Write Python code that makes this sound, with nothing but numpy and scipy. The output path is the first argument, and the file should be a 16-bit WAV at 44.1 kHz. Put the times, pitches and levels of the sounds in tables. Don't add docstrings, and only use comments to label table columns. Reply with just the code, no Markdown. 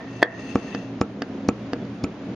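import sys
import numpy as np
from scipy import signal
from scipy.fft import rfft, irfft, next_fast_len
from scipy.io import wavfile
from scipy.ndimage import uniform_filter1d, map_coordinates

SR = 44100
rng = np.random.default_rng(int(sys.argv[2]) if len(sys.argv) > 2 else 0)


def wrap_up_sound(samples):
    columns = np.atleast_2d(samples).T
    tamed = np.clip(columns, -1, 1)
    steps = np.round(tamed * 32767).astype(np.int16)
    wavfile.write(sys.argv[1], SR, steps)


def invert_db(level):
    return 10 ** (np.asarray(level, dtype=float) / 20)


N = 103635
T = np.arange(N) / SR
LEFT_RIGHT = np.array([[1], [-1]])

# (frequency [Hz], likeness [0-1])
STEREO_LIKENESS = [(30, 1), (60, 0.9059), (150, 0.98325), (400, 0.96135), (1030, 0.7525), (2650, 0.24),
                   (6840, 0.15)]


def unit(x):
    return x / np.sqrt(np.mean(x ** 2) + 1e-20)


def along(points, hz):
    f, v = np.transpose(points)
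    return np.interp(np.log(hz + 1), np.log(f + 1), v)


def curves(rows):
    s, *cols = np.transpose(rows)
    return [np.interp(T, s, c) for c in cols]


def wobble(rate):
    knots = rng.standard_normal(int(N / SR * 100) + 4)
    return map_coordinates(knots, [np.arange(N) * min(rate, 99) / SR])


def near_mono_noise(spread):
    return rng.standard_normal(N) + spread * rng.standard_normal((2, N))


def filtered(x, response):
    m = next_fast_len(N + SR // 2)
    return irfft(rfft(x, m) * response(np.fft.rfftfreq(m, 1 / SR)), m)[..., :N]


def bass_cut(x, hz):
    return filtered(x, lambda f: (1j * f / (hz + 1j * f)) ** 2)


def peaks(rows):
    def response(f):
        total = 0
        for k, (center, width, db) in enumerate(rows):
            damping = 1j * f * width
            total = total + (-1) ** k * invert_db(db) * damping / (center * center - f * f + damping)
        return total
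    return response


def ring(modes, t, wave=np.sin, lag_s=0):
    out = np.zeros((2, N))
    start = max(np.searchsorted(t, 0) - SR // 100, 0)
    t = t[start:start + SR // 6] - np.array([[0], [lag_s]])
    u = np.maximum(t, 0)
    total = 0
    for hz, db, t60, pan_db in modes:
        level_db = db + rng.normal(0, 1) + pan_db / 2 * LEFT_RIGHT - 60 * u / t60
        total = total + invert_db(level_db) * wave(2 * np.pi * hz * u)
    out[:, start:start + t.shape[1]] = (t >= 0) * total
    return out


def knock(modes, t, rise_s):
    low = ring(modes, t, np.cos)
    return low + (t < 0) * np.exp(np.minimum(t, 0) / rise_s) * low.max()


def grains(rate, spread_db):
    hit = rng.random(N) < rate / SR
    return unit(hit * rng.standard_normal(N) * invert_db(spread_db * rng.exponential(size=N)))


def air():
    # (frequency [Hz], density [dB per Hz])
    spectrum = [(25, -25), (114, -13.5), (275, -5), (711, -18), (2800, -28.5), (7000, -43), (8000, -45),
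                (9500, -50)]

    def mid_side(hz):
        angle = np.arccos(np.clip(along(STEREO_LIKENESS, hz), -1, 1)) / 2
        return invert_db(along(spectrum, hz)) * [np.cos(angle), np.sin(angle)]

    mid, side = filtered(rng.standard_normal((2, N)), mid_side)
    return invert_db(-38 + wobble(6)) * unit(np.array([mid + side, mid - side]))


def drone():
    # (frequency [Hz], width [Hz], level [dB])
    tones = [(119, 7, -45), (274, 7, -41)]
    total = 0
    for hz, width, db in tones:
        tone = peaks([(hz, width, 0)])
        total = total + invert_db(db) * unit(filtered(rng.standard_normal(N), lambda f: tone(f) ** 2))
    return total


def flywheel():
    # (time [s], level [dB])
    effort = [(0, -39), (.45, -39.5), (.7, -34.5), (1.05, -36), (1.3, -35), (1.65, -34.5), (2.0, -33),
              (2.35, -33)]
    # (frequency [Hz], width [Hz], level [dB])
    wood = [(116.52, 26.71, -12.5), (175.74, 14.303, -4), (212.38, 18.608, -0.5), (273.02, 21.36, -3),
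            (365.3, 38.16, -9), (482.63, 61.49, -11), (634.14, 154.04, -12.5)]
    # (time [s], length [s], level [dB])
    squeaks = [(1.42, .07, -60), (1.6, .07, -61), (1.78, .09, -60), (1.99, .06, -60)]
    squeak_hz = 3400

    [effort_db] = curves(effort)
    thuds = grains(1100, spread_db=1.2) * invert_db(2.131 * wobble(16))
    rumble = unit(filtered(thuds, lambda f: peaks(wood)(f) / (1 + 1j * f / 500) ** 2))
    gate = sum(invert_db(db) * np.sin(np.pi * np.clip((T - s) / length, 0, 1)) for s, length, db in squeaks)
    squeak = gate * invert_db(3 * wobble(40)) * np.sin(2 * np.pi * squeak_hz * T + 1.4 * wobble(54))
    return invert_db(effort_db) * rumble * invert_db(-.3 * LEFT_RIGHT) + squeak


def slide():
    # (time [s], hiss [dB], hollow [dB], whir [dB], ringing [dB])
    motion = [(0, -71.5, -39.5, -41, -84), (.1, -61.5, -56, -53.5, -59.5), (.2, -56.5, -48, -52.5, -53.5),
              (.26, -78, -38, -35.5, -58), (.33, -58.5, -38, -39, -54.5), (.42, -54.5, -50.5, -47.5, -52),
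              (.52, -54, -53.5, -52, -48), (.63, -57.5, -50, -54.5, -55.5), (.73, -55, -54.5, -45, -45),
              (.8, -56.5, -47.5, -47, -49.5), (.88, -64.5, -59, -65, -59.5), (.95, -76, -89, -82.5, -88)]
    # (frequency [Hz], width [Hz], level [dB])
    cavity = [(671, 94, 0)]
    whir = [(1791.7, 150, 3.5), (1840.9, 143.18, 6.5)]
    thin_metal = [(2673.3, 56, 9.5), (3506.9, 150, -7.5)]
    hiss = [(4353.1, 910, 0), (5218.6, 60, 3.5), (6031.8, 380, -1.5), (6561.6, 220, 1), (7425.7, 260, -0.5),
            (8500, 210, 1), (9289.2, 210, -7.5), (10160, 450, -6), (10740, 200, -13.5)]
    whine_hz, whine_db, left_db = 2680, -3, 12

    hiss_db, hollow_db, whir_db, ringing_db = curves(motion)
    rub = grains(2700, spread_db=1.5) * invert_db(1.1 * wobble(30))
    rub = rub + .6 * rng.standard_normal((2, N))
    hollow = unit(filtered(rub, peaks(cavity))) * invert_db(hollow_db)
    hollow = hollow + unit(filtered(rub, peaks(whir))) * invert_db(whir_db - 1.5 * LEFT_RIGHT)
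    whine = invert_db(whine_db + 2 * wobble(30)) * np.sin(2 * np.pi * whine_hz * T + 1.5 * wobble(25))
    thin = (unit(filtered(rub, peaks(thin_metal))) + whine) * invert_db(ringing_db)
    thin = thin + unit(filtered(rub, lambda f: peaks(hiss)(f) ** 2)) * invert_db(hiss_db)
    return hollow + thin * invert_db(left_db / 2 * LEFT_RIGHT)


def clack():
    # (time [s], low body [dB], ringing [dB], crack [dB])
    contacts = [
        (0.2203, -28, -20, -17),
        (0.2273, -1.5, -35.5, -8.5),
        (0.2286, -39.5, 6.5, -8.5),
        (0.2304, -2.5, -7.5, -18.5),
        (0.2384, -18, -25.5, -43.5),
        (0.2488, -19, -25, -46),
        (0.2585, -20, -28, -50.5),
        (0.264, -28, -30.5, -51),
    ]
    # (frequency [Hz], level [dB], t60 [s], left over right [dB])
    low_modes = [(339.97, -1.5, 0.01768, 3), (480.55, -5, 0.1011, -0.5), (649.6, -7, 0.02935, 2.5),
                 (764.1, -21, 0.021, -6), (1119.6, -22, 0.06624, -12)]
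    high_modes = [(1564.5, -15.5, 0.04619, -1), (1804.1, -6, 0.018, -2.5), (1817.4, 3.5, 0.016844, -1),
                  (1899.3, -8.5, 0.016756, -6), (2685.2, -31, .007, 1.5), (3355.3, -5, 0.01092, -1.5),
                  (3860.6, -19, 0.013925, -10.5), (4476.4, -14, 0.01426, -4.5), (5386.6, -20, 0.011, -5)]
    crack_hz, crack_t60_s, swell_s = 3422.8, .008, .0014

    out = np.zeros((2, N))
    grit = filtered(near_mono_noise(0.44), lambda f: 1 / (1 + 1j * f / crack_hz) ** 2)
    for s, low_db, ring_db, crack_db in contacts:
        t = T - s
        out += invert_db(low_db) * knock(low_modes, t, rise_s=.00012)
        swell = 1 - np.exp(-abs(t) / swell_s)
        out += invert_db(ring_db) * swell * ring(high_modes, t, lag_s=-0.0000347)
        out += (t > 0) * invert_db(crack_db - 60 * np.maximum(t, 0) / crack_t60_s) * grit
    return out


def valve():
    # (time [s], level [dB], air push length [s], jet [dB], softness [s])
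    pops = [
        (0.5570, -5.5, .0028, -34, 0.00012),
        (1.01445, -5.5, 0.0032, -28, 0.00009),
        (1.4890, -5.5, 0.0033, -25, 0.00013),
        (2.0414, -9, 0.004, -29, 0.0003),
    ]
    # (frequency [Hz], level [dB], t60 [s], left over right [dB])
    base = [(209.98, -1, 0.042574, 1), (265.99, -16, 0.07357, 3), (464.22, -15.5, 0.1208, -3.5),
            (754.38, -14.5, 0.021, 0), (1135.2, -14.5, 0.02887, -1.5), (1116.6, -11.5, 0.014, -2)]
    plate = [(470.6, 4, 0.0041, -1.5), (1094.6, -15, 0.022, -4.5), (1310.8, -16, 0.07099, -5.5)]
    spring = [(2322.3, -1, 0.019, -4), (2492.9, -1.5, 0.018, -1.5), (6800, -13, 0.035, 3.5),
              (9308, -26, .05, -9.5)]
    # (frequency [Hz], width [Hz], level [dB])
    jet = [(2590, 630, -12.5), (3753, 780, -6.5), (5032, 701, 0.5), (6482.7, 685, -2), (9404, 1000, -11)]
    push_db, suck_db, suck_s = 1, -10, .0035
    rebound_s, rebound_db, spring_db, jet_s = 0.0017812, -9, 3, 0.0013229

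    out = np.zeros((2, N))
    hiss = unit(filtered(near_mono_noise(0.33), peaks(jet)))
    for s, db, push_s, jet_db, soft_s in pops:
        t = T - s
        push = invert_db(push_db) * np.sin(np.pi * np.clip(-t / push_s, 0, 1) ** .45) ** 1.2
        suck = invert_db(suck_db) * np.sin(np.pi * np.clip((-t - push_s) / suck_s, 0, 1))
        body = push - suck - ring(base, t, np.cos, lag_s=.00003)
        keep = np.exp(-1 / (soft_s * SR))
        snap = signal.lfilter([(1 - keep) ** 2], [1, -2 * keep, keep ** 2], body)
        late = t - rebound_s - 2 * soft_s
        out += invert_db(db) * (snap + invert_db(rebound_db) * ring(plate, late, lag_s=.00005))
        puff = hiss * np.exp(-abs(t + jet_s) / jet_s)
        out += invert_db(jet_db) * (puff + invert_db(spring_db) * ring(spring, late, lag_s=.00005))
    return out


def cam():
    # (time [s], level [dB], brightness [dB], second contact [dB])
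    ticks = [
        (0.7484, -18, 2, -10.5),
        (1.22, -18.5, 1, -4),
        (1.7335, -14, 0, -18),
    ]
    # (time [s], level [dB])
    pings = [
        (1.666, -41.5),
        (1.7296, -37),
        (1.852, -37),
    ]
    # (frequency [Hz], level [dB], t60 [s], left over right [dB])
    low_modes = [(279.17, -2.5, 0.055, 1.5), (389.8, -8.5, 0.039, -0.5), (467.6, -9.5, 0.13446, 0.5),
                 (689, -11.5, 0.041, -3.5)]
    high_modes = [(1230.7, -29.5, 0.06065, 0), (1596.7, -12.5, 0.03539, -6), (1735.4, -16, .025, -3),
                  (2010.4, -17.5, 0.017, -9), (2780, -13.5, 0.011, -9), (3470, -15.5, 0.0041, 8),
                  (4550.9, -14.5, 0.013, -1), (5053.4, -22.5, 0.011, 6)]
    pin_on_cam = [(11010, -34, .02, -10.5), (11333, -27.5, .015, 0.5)]
    loose_pin = [(4707, -3.5, 0.0051, -2.5), (5476, -12, 0.004, 4), (6950, -17.5, 0.0018, -1),
                 (9565.6, -26, 0.0059, 2.5)]
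    second_s, soft_hz = 0.0015873, 3530

    thud, bright = np.zeros((2, 2, N))
    for s, db, bright_db, second_db in ticks:
        t = T - s
        thud += invert_db(db) * knock(low_modes, t, rise_s=.0003)
        first = ring(high_modes, t, lag_s=-0.0000607)
        second = ring(high_modes + pin_on_cam, t - second_s, lag_s=-0.000029)
        bright += invert_db(db + bright_db) * (first + invert_db(second_db + 10.5) * second)
    pin_ticks = sum(invert_db(db) * ring(loose_pin, T - s) for s, db in pings)
    return filtered(thud, lambda f: np.exp(-(f / soft_hz) ** 2)) + bright + pin_ticks


def room(x):
    # (frequency [Hz], t60 [s])
    decay = [(200, 0.15473), (1500, 0.16666), (6000, 0.022665)]
    wall_s = 0.0072

    hz, t, z = signal.stft(rng.standard_normal((2, SR // 3)), SR, nperseg=256)
    alike = np.clip(along(STEREO_LIKENESS, hz), 0, 1)[:, None]
    z = np.array([z[0], alike * z[0] + np.sqrt(1 - alike ** 2) * z[1]])
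    tail = signal.istft(z * invert_db(-60 * t / along(decay, hz)[:, None]), SR, nperseg=256)[1]
    late = np.pad(x.mean(0), (round(wall_s * SR), 0))[None]
    return signal.fftconvolve(late, tail / np.linalg.norm(tail[0]), axes=1)[:, :N]


def scene():
    blow = bass_cut(clack(), 120)
    knocks = valve() + cam()
    hits = knocks + blow + invert_db(-19) * (room(knocks) + invert_db(1.5) * room(blow))
    return bass_cut(hits, 85) + slide() + flywheel() + air() + drone()


def thin_top(x):
    top_hz, keep_db, soft_db, drift_db = 7329, -92.5, 2, 1.5
    hz, s, z = signal.stft(x, SR, nperseg=768, boundary="even")
    power = uniform_filter1d((abs(z) ** 2).mean(0), size=3, axis=1)
    power = uniform_filter1d(power, size=3, axis=0)
    level_db = 10 * np.log10(abs(power) + 1e-20)
    threshold_db = keep_db + drift_db * np.interp(s, T, wobble(16))
    keep = (1 + np.tanh((level_db - threshold_db) / soft_db)) / 2
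    return signal.istft(z * np.where(hz[:, None] < top_hz, 1, keep), SR, nperseg=768)[1][:, :N]


def fizz():
    # (frequency [Hz], density [dB per Hz])
    spectrum = [(8500, -60), (8800, -2), (9500, 0), (10300, -5), (10700, -60)]
    hz, _, z = signal.stft(near_mono_noise(.4), SR, nperseg=512)
    field = uniform_filter1d(rng.standard_normal(z.shape[1:]), size=3, axis=0)
    field = uniform_filter1d(field, size=9, axis=1)
    z = z * (unit(field) > .5) * invert_db(along(spectrum, hz))[:, None]
    return invert_db(-86.5) * unit(signal.istft(z, SR, nperseg=512)[1][:, :N])


def roll_off(x):
    return signal.sosfilt(signal.butter(12, 15500, fs=SR, output="sos"), x)


def record(dry):
    # (frequency [Hz], level [dB])
    mic = [(6900, -1), (8000, -26.5), (9500, -4.5), (11200, -16.5), (12500, -19.5), (16000, -23)]
    limit_db, release_db_per_s, knee = -2, 56, 8

    over_db = np.maximum(20 * np.log10(abs(dry).max(0) + 1e-9) - limit_db, 0)
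    release_db = release_db_per_s * T
    duck_db = np.maximum.accumulate(over_db + release_db) - release_db
    duck_db = uniform_filter1d(np.pad(np.maximum(duck_db, 0), (60, 0))[:N], size=121)
    fade = np.sin(np.pi / 2 * np.clip((T[-1] - T) * 200, 0, 1)) ** 2
    x = filtered(dry * invert_db(-duck_db) * fade, lambda hz: invert_db(along(mic, hz)))
    x = x / (1 + abs(x) ** knee) ** (1 / knee)
    return roll_off(thin_top(x) + fizz() * fade)


dry = scene()
out = record(dry)
wrap_up_sound(out)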